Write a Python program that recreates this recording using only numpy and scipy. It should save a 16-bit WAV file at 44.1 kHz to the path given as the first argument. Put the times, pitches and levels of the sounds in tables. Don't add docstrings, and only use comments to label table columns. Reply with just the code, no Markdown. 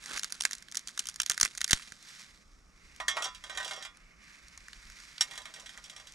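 import sys
import numpy as np
from scipy import signal
from scipy.fft import rfft, irfft, next_fast_len
from scipy.io import wavfile
from scipy.ndimage import uniform_filter1d

SR = 44100
rng = np.random.default_rng(int(sys.argv[2]) if len(sys.argv) > 2 else 0)


def invert_db(level):
    return 10 ** (np.asarray(level, dtype=float) / 20)


def store_wav(level_fs):
    pcm = np.round(np.clip(np.atleast_2d(level_fs), -1, 1) * 32767)
    wavfile.write(sys.argv[1], SR, pcm.T.astype(np.int16))


N = 270774


def evened(x):
    return x / np.sqrt(np.mean(x ** 2) + 1e-20)


def read(points, hz, column=1):
    points = np.transpose(points)
    return np.interp(np.log(hz + 1), np.log(points[0] + 1), points[column])


def follow(rows, column=1):
    rows = np.transpose(rows)
    return np.interp(np.arange(N) / SR, rows[0], rows[column], left=-200, right=-200)


def coloured(x, tone):
    size = next_fast_len(N)
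    hz = np.fft.rfftfreq(size, 1 / SR)
    inside = (hz >= tone[0][0]) & (hz <= tone[-1][0])
    weighted = rfft(x, size) * invert_db(read(tone, hz)) * inside
    return evened(irfft(weighted, size)[:N])


def drift(seconds):
    size = round(seconds * SR)
    once = uniform_filter1d(rng.standard_normal(N), size)
    return evened(uniform_filter1d(once, size))


def grit(per_s, spread_db):
    when, sign, size = rng.random((3, N))
    size_db = spread_db * np.minimum(-np.log(size + 1e-9), 3)
    return (when < per_s / SR) * np.sign(sign - .5) * invert_db(size_db)


def add(mix, s, sound):
    part = mix[round(s * SR):][:len(sound)]
    part += sound[:len(part)]


def stroke_db(start, length, db, edge_db=-6.5):
    u = (np.arange(N) / SR - start) / length
    return np.where((u > 0) & (u < 1), db + edge_db * (2 * u - 1) ** 2, -200)


def band_pass(x, band_hz):
    return signal.sosfilt(signal.butter(2, band_hz, "band", fs=SR, output="sos"), x)


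# start in seconds,
# relative level of the crack band in dB, thickness as the knock band against it in dB,
# ringing frequency in Hz, body band against the crack in dB.
CRACKS = [(0.0393, -40, -17, 1800, -2), (0.0591, -29.5, -21, 1690, -19), (0.174, -26, -8, 2480, -36),
          (0.1774, -28, -1, 2180, -27), (0.1852, -30.5, -23, 1590, -6), (0.194, -22.5, -27, 1740, -17),
          (0.2326, -22, -14, 2220, -3.5), (0.2439, -21.5, -21.5, 1710, -13),
          (0.3022, -39, -20.5, 1440, -14), (0.3227, -22, -16, 2290, -13), (0.3426, -39, -29, 2480, -17),
          (0.3545, -41, -25, 1320, -24), (0.404, -29.5, -13, 2890, -16), (0.408, -18.5, -25, 1340, -4),
          (0.4207, -22, -27, 2900, -17), (0.436, -26.5, -14.5, 2100, -4), (0.4515, -11, -9, 1800, -11),
          (0.51, -26.5, -11.5, 2040, -19), (0.5201, -34, -13, 1900, -2), (0.5314, -21, -27, 1860, -11),
          (0.551, -31.5, -30, 2210, -8), (0.5824, -37, -28, 2210, -10), (0.624, -37.5, -16, 1900, -8),
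          (0.684, -46.5, 0.5, 2020, 5.5), (0.7223, -31.5, -13, 2180, -6), (0.7459, -30.5, -8, 2040, -12.5),
          (0.7539, -24.5, -25, 2040, -6.5), (0.7707, -16, -30.5, 1940, -17), (0.7926, -32, -23, 2230, -23),
          (0.8734, -25.5, -24, 2250, -12), (0.8834, -31.5, -16.5, 2310, 0), (0.89, -36, -5, 2310, -12),
          (0.976, -26, -14, 1780, -4), (0.9924, -15.5, -26, 2390, -6), (1.0555, -31, -13, 2940, -12),
          (1.07, -25, -18, 2320, -6), (1.0869, -23, -16, 3170, -17), (1.0968, -30, -28, 1470, -20),
          (1.1417, -37, -23, 1620, -19), (1.1592, -30, -24, 1820, -16), (1.2007, -13.5, -8.5, 3180, -11),
          (1.2173, -20.5, -22, 2590, -7), (1.2323, -26.5, -11.5, 2370, -3.5),
          (1.262, -21.5, -21, 2230, -6.5), (1.2976, -11, -12.5, 2880, -14), (1.3028, -25, -4.5, 1380, -4),
          (1.3108, -19.5, -21.5, 1250, -15), (1.3174, -20.5, -17.5, 1500, -3),
          (1.3433, -33.5, -20, 1700, -8), (1.3773, -23, -9, 1724, -25), (1.3864, -43, -8.5, 1910, -19),
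          (1.3993, -31.5, -10.5, 1540, 1.5), (1.4112, -7.5, -22, 1710, -18.5),
          (1.4297, -8, -21, 1770, -13.5), (1.4497, -15.5, -18, 2020, -10.5), (1.4563, -25.5, -1, 1870, -16),
          (1.5504, -34, -13.5, 2040, -19), (1.575, -26.5, -33, 1960, -20), (1.5784, -25.5, -17, 1790, -13),
          (1.6066, -28, -10.5, 2180, -2), (1.6144, -17, -12, 1980, -3), (1.6431, -14, -24, 2010, -5),
          (1.6624, -44, -24.5, 2020, -19), (1.6782, -26, -15.5, 1870, -18), (1.6977, -33.5, -18, 1760, -6),
          (1.709, -11, -20, 1700, -14.5), (1.7164, -18, -19, 1800, -1), (1.7306, -7, -12.5, 1760, -1.5),
          (1.7358, -20.5, -33, 1390, -19), (1.746, -29, -19.5, 2150, -12), (1.796, -41, 1, 1870, -12),
          (1.921, -34.5, -6, 1550, -32), (2.0265, -42, -13, 2430, -5), (2.9618, -42, -10, 1580, -8),
          (3.971, -46, -9, 2060, -22), (4.4824, -42, -13, 2330, -16), (4.576, -36, -14.5, 1320, -29),
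          (4.683, -40.5, 0.5, 1800, -32), (4.7312, -44, 3.5, 2170, 8), (4.8998, -40.5, -9, 1960, -23),
          (5.1804, -45, 2, 2010, 14.5), (5.775, -39, -2, 1960, -18), (6.1218, -39.5, -43, 1660, -13)]


def cracks_and_splinters():
    reach_s, splinter_db, spread_db = .025, -20.5, 4
    big = np.array(CRACKS, float)
    late, size, thick, pitch = rng.standard_normal((len(big), 4)).T
    offsets = [reach_s * late, splinter_db + spread_db * size, 4 * thick, 0 * late, 0 * late]
    small = big + np.transpose(offsets)
    small[:, 0] = np.clip(small[:, 0], .01, N / SR)
    small[:, 3] *= 2 ** (0.14 * np.clip(pitch, -2, 1.5))
    return np.vstack([big, small]).T


CRACK_BANDS = [(4194, 7490), (1375, 2130), (2916, 4600), (7540, 9670)]
# dB at thickness 0, dB per dB of thickness, spread in dB.
RING_RULE = (-5, 0.42, 1.5)
TOP_RULE = (-13, -0.051, 3.3)


def snaps():
    t, out, lead = np.arange(1500) / SR, np.zeros(N), .002
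    s, crack_db, thick_db, ring_hz, body_db = cracks_and_splinters()
    chance = rng.standard_normal((len(s), 2)).T
    ring_db, top_db = (a + b * thick_db + c * z for (a, b, c), z in zip([RING_RULE, TOP_RULE], chance))

    fibres = rng.standard_normal((len(s), len(t)))
    parting = round((lead + .0009) * SR)
    fibres[:, parting] += 6 * np.sign(fibres[:, parting])
    after = np.maximum(t - lead, 0)
    creak = invert_db(-23) * (t < lead) * t / lead
    burst = (1 - np.exp(-after / 0.00088)) * np.exp(-after / 0.0011)
    reflections = [(.0014, -15.5), (.0037, -20.5)]
    bounce = sum(invert_db(db) * np.interp(t - late, t, burst, left=0) for late, db in reflections)
    tail = invert_db(-29.0) * (t > lead) * np.exp(-after / 0.005)
    tearing = fibres * (creak + burst + bounce + tail)

    cracks = np.zeros_like(tearing)
    for band_hz, db in zip(CRACK_BANDS, [0 * s, thick_db, body_db, top_db]):
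        part = band_pass(tearing, band_hz)
        unit = part / np.linalg.norm(part, axis=1, keepdims=True)
        cracks += unit * invert_db(crack_db + db + 14.0)[:, None]

    r = np.exp(-np.pi * 450 / SR)
    for start, crack, tear, f, db in zip(s, cracks, tearing, ring_hz, crack_db + ring_db):
        ring = signal.lfilter([1, 0, -1], [1, -2 * r * np.cos(2 * np.pi * f / SR), r * r], tear)
        add(out, start - lead, crack + ring / np.linalg.norm(ring) * invert_db(db + 16))
    return out


# start in seconds, relative level in dB.
LOW_THUMPS = [(1.202, -46.5), (1.299, -39.5), (1.413, -39), (1.433, -30), (1.732, -16.5), (1.922, -44.5)]


def thumps():
    u, out = np.arange(4000) / SR / 0.00054, np.zeros(N)
    push = u ** 2 * np.exp(-u) * 1.19 - .03 * u * np.exp(-u / 12)
    for s, db in LOW_THUMPS:
        add(out, s + 0.00037, -invert_db(db) * push)
    return out


# time in seconds, level in dB.
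SQUEEZE = [(0, -54.5), (.11, -46), (.17, -40.5), (.21, -54), (.56, -59), (.66, -84), (1.06, -56),
           (1.14, -72), (1.5, -52), (1.66, -83), (1.8, -47), (2.0, -71.5)]
# frequency in Hz, relative dB per Hz.
BARK_TONE = [(110, -45.5), (180, -15.5), (567, -25.5), (762, -23), (1600, -10), (3000, -14.5), (3610, -11),
             (7020, -13), (10200, -18.5), (15000, -44.5)]


def crunch():
    bursts = signal.lfilter([1], [1, -np.exp(-1 / (.0008 * SR))], abs(grit(1600, 4.1)))
    clumps = invert_db(3 * np.clip(drift(.005), -2, 1.5))
    rubbing = rng.standard_normal(N) * (0.043 + evened(bursts) * clumps)
    debris = np.zeros(N)
    for s, db, *_ in CRACKS:
        add(debris, s, invert_db(db - 30.5) * np.exp(-np.arange(8000) / SR / 0.014))
    return (invert_db(follow(SQUEEZE)) + debris) * coloured(rubbing, BARK_TONE)


# start in seconds, length in seconds, level in dB.
HANDFUL = (.07, .11, -46.5)
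# frequency in Hz, relative dB per Hz.
HANDFUL_TONE = [(200, -7.5), (400, -11), (800, -12.5), (1500, 0), (2200, -9), (3500, -20)]


def scoop():
    grains = rng.standard_normal(N) * invert_db(4.3 * np.clip(drift(0.0047), -2, 1.5))
    return invert_db(stroke_db(*HANDFUL)) * coloured(grains, HANDFUL_TONE)


# start in seconds, length in seconds, relative level in dB.
DRAGS = [(3.131, 0.16, -46), (3.465, 0.36, -49.5), (5.204, 0.24, -58.5), (5.45, 0.22, -59.5),
         (5.751, 0.37, -66)]


def scrape_force():
    strokes = sum(invert_db(stroke_db(*row)) for row in DRAGS)
    return strokes * evened(grit(900, 3.25)) * invert_db(2.8 * drift(0.019))


# frequency in Hz, relative level in dB,
# 60 dB decay time in seconds while the stove is not yet full.
WALL_MODES = [(620, -6, .12), (845, -10, .15), (1008, -2, .3), (1109, -5, .25), (1196, -3, .28),
              (1244, -4, .2), (1317, -5, .26), (1412, -7, .36), (1532, -3, .15), (1818, -3, .2),
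              (1899, 0, .26), (2152, -6, .25), (2398, -5, .18), (2780, -12, .2), (3010, -10, .12),
              (3260, 0, .11), (3390, -2, .2), (3530, -8, .15), (3718, -7, .18), (3874, -6, .12),
              (4742, -6, .16), (4980, -10, .13), (5165, -8, .15), (5286, -8, .11), (5590, -1, .12),
              (5836, -5, .16), (6428, -7, .11), (7010, -11, .12), (7725, -10, .13), (8183, -14, .11),
              (8700, -13, .08), (10050, -9, .07), (12400, -22, .06), (14100, -24, .07)]
GROUP_EDGES = [1500, 2600, 4300]


def wall_ring(knocks, tilt_db, drag):
    minor = [(600 * 14 ** place, -9, (.05 + .1 * ring) * (1.3 - .7 * place))
             for place, ring in rng.random((60, 2))]
    modes = WALL_MODES + minor
    hz = np.transpose(modes)[0]
    s, knock_db, _, spot_hz = knocks
    count = len(s)
    group_db = tilt_db[np.searchsorted(GROUP_EDGES, hz)] + knock_db
    favour_db = 7 * np.exp(-(np.log(hz[:, None] / spot_hz) / .035) ** 2)
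    chance = rng.standard_normal((count, len(hz), 2)).T
    spot = invert_db(group_db + favour_db - 11.0 + 3.7 * chance[0]) * np.sign(chance[1])
    wander_db = 5 * rng.standard_normal((len(hz), N // 1000 + 2))
    at = np.round(s * SR).astype(int)
    skid_s = .012 * rng.random((count, 3)).T * [[1], [2], [3]]
    skid_at = at + np.round(skid_s * SR).astype(int)
    skids = invert_db(group_db - 21.5)[:, None] * rng.standard_normal((count, 3, len(hz))).T

    out = np.zeros(N)
    loaded = round(5.2 * SR)
    for (f, db, t60), blows, turn_db, skid in zip(modes, spot, wander_db, skids):
        force = drag * np.repeat(invert_db(turn_db - 38), 1000)[:N]
        np.add.at(force, at, blows)
        np.add.at(force, skid_at, skid)
        np.add.at(force, at - 80, invert_db(-18.0) * blows)
        w = 2 * np.pi * f / SR
        for span, share in [(slice(0, loaded), 1), (slice(loaded, N), 0.6)]:
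            r = np.exp(-np.log(1000) / (share * t60 * SR))
            ring = signal.lfilter([0, np.sin(w)], [1, -2 * r * np.cos(w), r * r], force[span])
            out[span] += invert_db(db) * ring
    return out


def clatter(knocks, tilt_db):
    s, knock_db = knocks[:2]
    t, out = np.arange(2500) / SR, np.zeros(N)
    decay = np.exp(-t / 0.014) + 2.2 * np.exp(-t / 0.0011)
    tick = rng.standard_normal((len(s), len(t))) * (1 - np.exp(-t / 0.00081)) * decay
    bands_hz = [(550, 4800), (1500, 2560), (2600, 3800), (4300, 8760)]
    for band_hz, db in zip(bands_hz, tilt_db):
        part = band_pass(tick, band_hz)
        part *= invert_db(knock_db + db + 17.0)[:, None] / np.linalg.norm(part, axis=1, keepdims=True)
        for start, sound in zip(s, part):
            add(out, start - .001, sound)
    return out


# start in seconds, relative level in dB before the tilt,
# brightness in dB, frequency in Hz of the mode that the spot favours.
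STRIKES = [(3.0016, -32, -10.5, 1899), (3.0821, -25.5, 3, 1109), (3.169, -27.5, -15, 1265),
           (3.199, -57, -6, 1899), (3.2225, -40.5, 10, 3010), (3.243, -38.5, 10, 5800),
           (3.2535, -38, -4.5, 1170), (3.348, -53, 11, 2860), (3.4393, -41.5, -1, 3260),
           (3.4967, -38.5, -2.5, 3390), (3.5501, -43, -2.5, 1899), (3.574, -32.5, 0.5, 1870),
           (3.6011, -35, -8, 3718), (3.629, -44.5, 4.5, 620), (3.6471, -44.5, 11.5, 3530),
           (3.6789, -42.5, 5, 2780), (3.6922, -70, 29.5, 7010), (3.7102, -34, -3, 3540),
           (3.7331, -46, 4.5, 4742), (3.7627, -48, 3, 1412), (3.8251, -44, 5, 5100), (3.85, -40, 0, 1412),
           (5.2093, -28, 11, 5600), (5.3114, -42, 2, 2152), (5.336, -44, -4, 2152), (5.356, -45, 2, 3140),
           (5.3774, -38.5, 2.5, 4000), (5.418, -60.5, 15, 3874), (5.4554, -40.5, -2.5, 2398),
           (5.5395, -49.5, 10, 6150), (5.562, -47, -2, 5836), (5.5977, -56, 15, 2950),
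           (5.6605, -46.5, 5.5, 3630), (5.6927, -47, 2.5, 3874), (5.7421, -51, -6, 1412),
           (5.7805, -47, -8, 1412), (5.8408, -66.5, 25.5, 5590), (5.8578, -65, 17, 2152),
           (5.8977, -49, 8.5, 6050), (5.9637, -47, 4, 2398), (5.999, -49, 1, 1008),
           (6.071, -55.5, 12.5, 3010)]
BRIGHTNESS_TILT = [-0.45, 0.2, 0.74, 0.95]


def stove():
    knocks = np.transpose(STRIKES)
    tilt_db = np.outer(BRIGHTNESS_TILT, knocks[2])
    tilt_db[0] -= 6
    drag = scrape_force()
    out = wall_ring(knocks, tilt_db, drag) + clatter(knocks, tilt_db)
    out += invert_db(-6.5) * coloured(drag, BARK_TONE) * np.sqrt(np.mean(drag ** 2))
    return signal.sosfilt(signal.butter(3, 430, "high", fs=SR, output="sos"), out)


# time in seconds, level in dB, relative level of the dull band in dB.
CLOTH = [(0, -65, 13), (1.8, -60, -3), (1.99, -62.5, -8), (2.08, -53, -1), (2.2, -54, 5), (2.45, -70, 4.5),
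         (2.7, -73.5, 10), (2.85, -64.5, 11), (3.4, -62.5, 10), (4.17, -72, 17), (4.3, -58.5, 12),
         (4.45, -64.5, 11.5), (5.02, -56, 7), (5.17, -57.5, 7), (6.14, -61.5, 7.5)]
# frequency in Hz, relative dB per Hz.
CLOTH_TONE = [(240, -49.5), (400, -32), (567, -29), (593, -34), (650, -27), (1540, -9), (2090, -7.5),
              (2740, -14.5), (3550, -9), (5510, -6.5), (8000, -13), (11200, -22.5), (15000, -32.5)]


def swish():
    dull_hz = 2180
    dull_tone = [(dull_hz / 2.5, -14), (dull_hz, 0), (dull_hz * 1.43, -14)]
    bright = coloured(rng.standard_normal(N) + .5 * evened(grit(460, 8.9)), CLOTH_TONE)
    dull = coloured(rng.standard_normal(N), dull_tone)
    flutter_db = 1.2 * drift(.012)
    return invert_db(follow(CLOTH) + flutter_db) * (bright + invert_db(follow(CLOTH, column=2) - 12) * dull)


# frequency in Hz, relative dB per Hz.
HUSH_TONE = [(71, -38.5), (120, -4.5), (200, -2.5), (271, -9), (312, -8.5), (375, -13.5), (598, -14.5),
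             (649, -15), (975, -18.5), (1190, -7.5), (3110, -47.5), (5380, -16), (15500, -44)]


def hush():
    return invert_db(-67.5 + 0.25 * drift(0.054)) * coloured(rng.standard_normal(N), HUSH_TONE)


# time in seconds, level in dB before the lumps.
BREEZE = [(0, -68), (.8, -70.5), (2.0, -71), (2.7, -63), (4.3, -69), (4.85, -61.5), (5.2, -68.5),
          (6.14, -67.5)]
# frequency in Hz, relative dB per Hz.
BREEZE_TONE = [(15, -4.5), (30, 5), (50, 3), (80, -7.5), (130, -20), (300, -45)]


def wind():
    lumps_db = 4 * np.clip(drift(.04), -2, 1.5)
    return invert_db(follow(BREEZE) + lumps_db) * coloured(rng.standard_normal(N), BREEZE_TONE)


# frequency in Hz, left minus right in dB,
# lead of the left in radians, likeness of the ports for diffuse sound from 0 to 1.
PORT_PAIR = [(60, 0, 0.18, 0.92), (200, -5.5, -0.84, 0.57), (710, -3.5, -0.55, 0.28),
             (1550, -2, -0.57, 0.3), (2580, -4.5, -1.73, 0.92), (3200, -9, -1, 0.59), (4130, -7, -.6, 0.53),
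             (5000, -3.5, .1, 0.85), (9500, 1.5, -0.34, 1), (12500, -0.6, 0.94, .2), (15000, -2, 1.2, .1)]


def ports(near, diffuse, other):
    size = next_fast_len(N)
    hz = np.fft.rfftfreq(size, 1 / SR)
    left = invert_db(read(PORT_PAIR, hz) / 2) * np.exp(.5j * read(PORT_PAIR, hz, column=2))
    unlike = np.sqrt(1 - np.clip(read(PORT_PAIR, hz, column=3), 0, 1))
    mid = rfft(near + diffuse, size)
    side = mid * (left - 1 / left) / (left + 1 / left) + unlike * rfft(other, size)
    return irfft(np.array([mid + side, mid - side]), size)[:, :N]


def scene():
    near = snaps() + thumps() + stove() + crunch() + scoop()
    taps = np.diff(rng.standard_normal(400) * np.exp(-np.arange(400) / 60.))
    echoes = signal.oaconvolve(near, taps / np.linalg.norm(taps))[:N]
    scattered = invert_db(-1.5) * echoes * drift(.003)
    diffuse, other = (swish() + hush() + wind() for _ in range(2))
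    return ports(near, diffuse, 0.57 * other + scattered)


def top_cut(x):
    return signal.sosfilt(signal.butter(12, 16800, fs=SR, output="sos"), x)


def record(dry):
    dulled = signal.sosfilt(signal.butter(2, 12500, fs=SR, output="sos"), dry)
    return top_cut(dulled)


dry = scene()
out = record(dry)
store_wav(out)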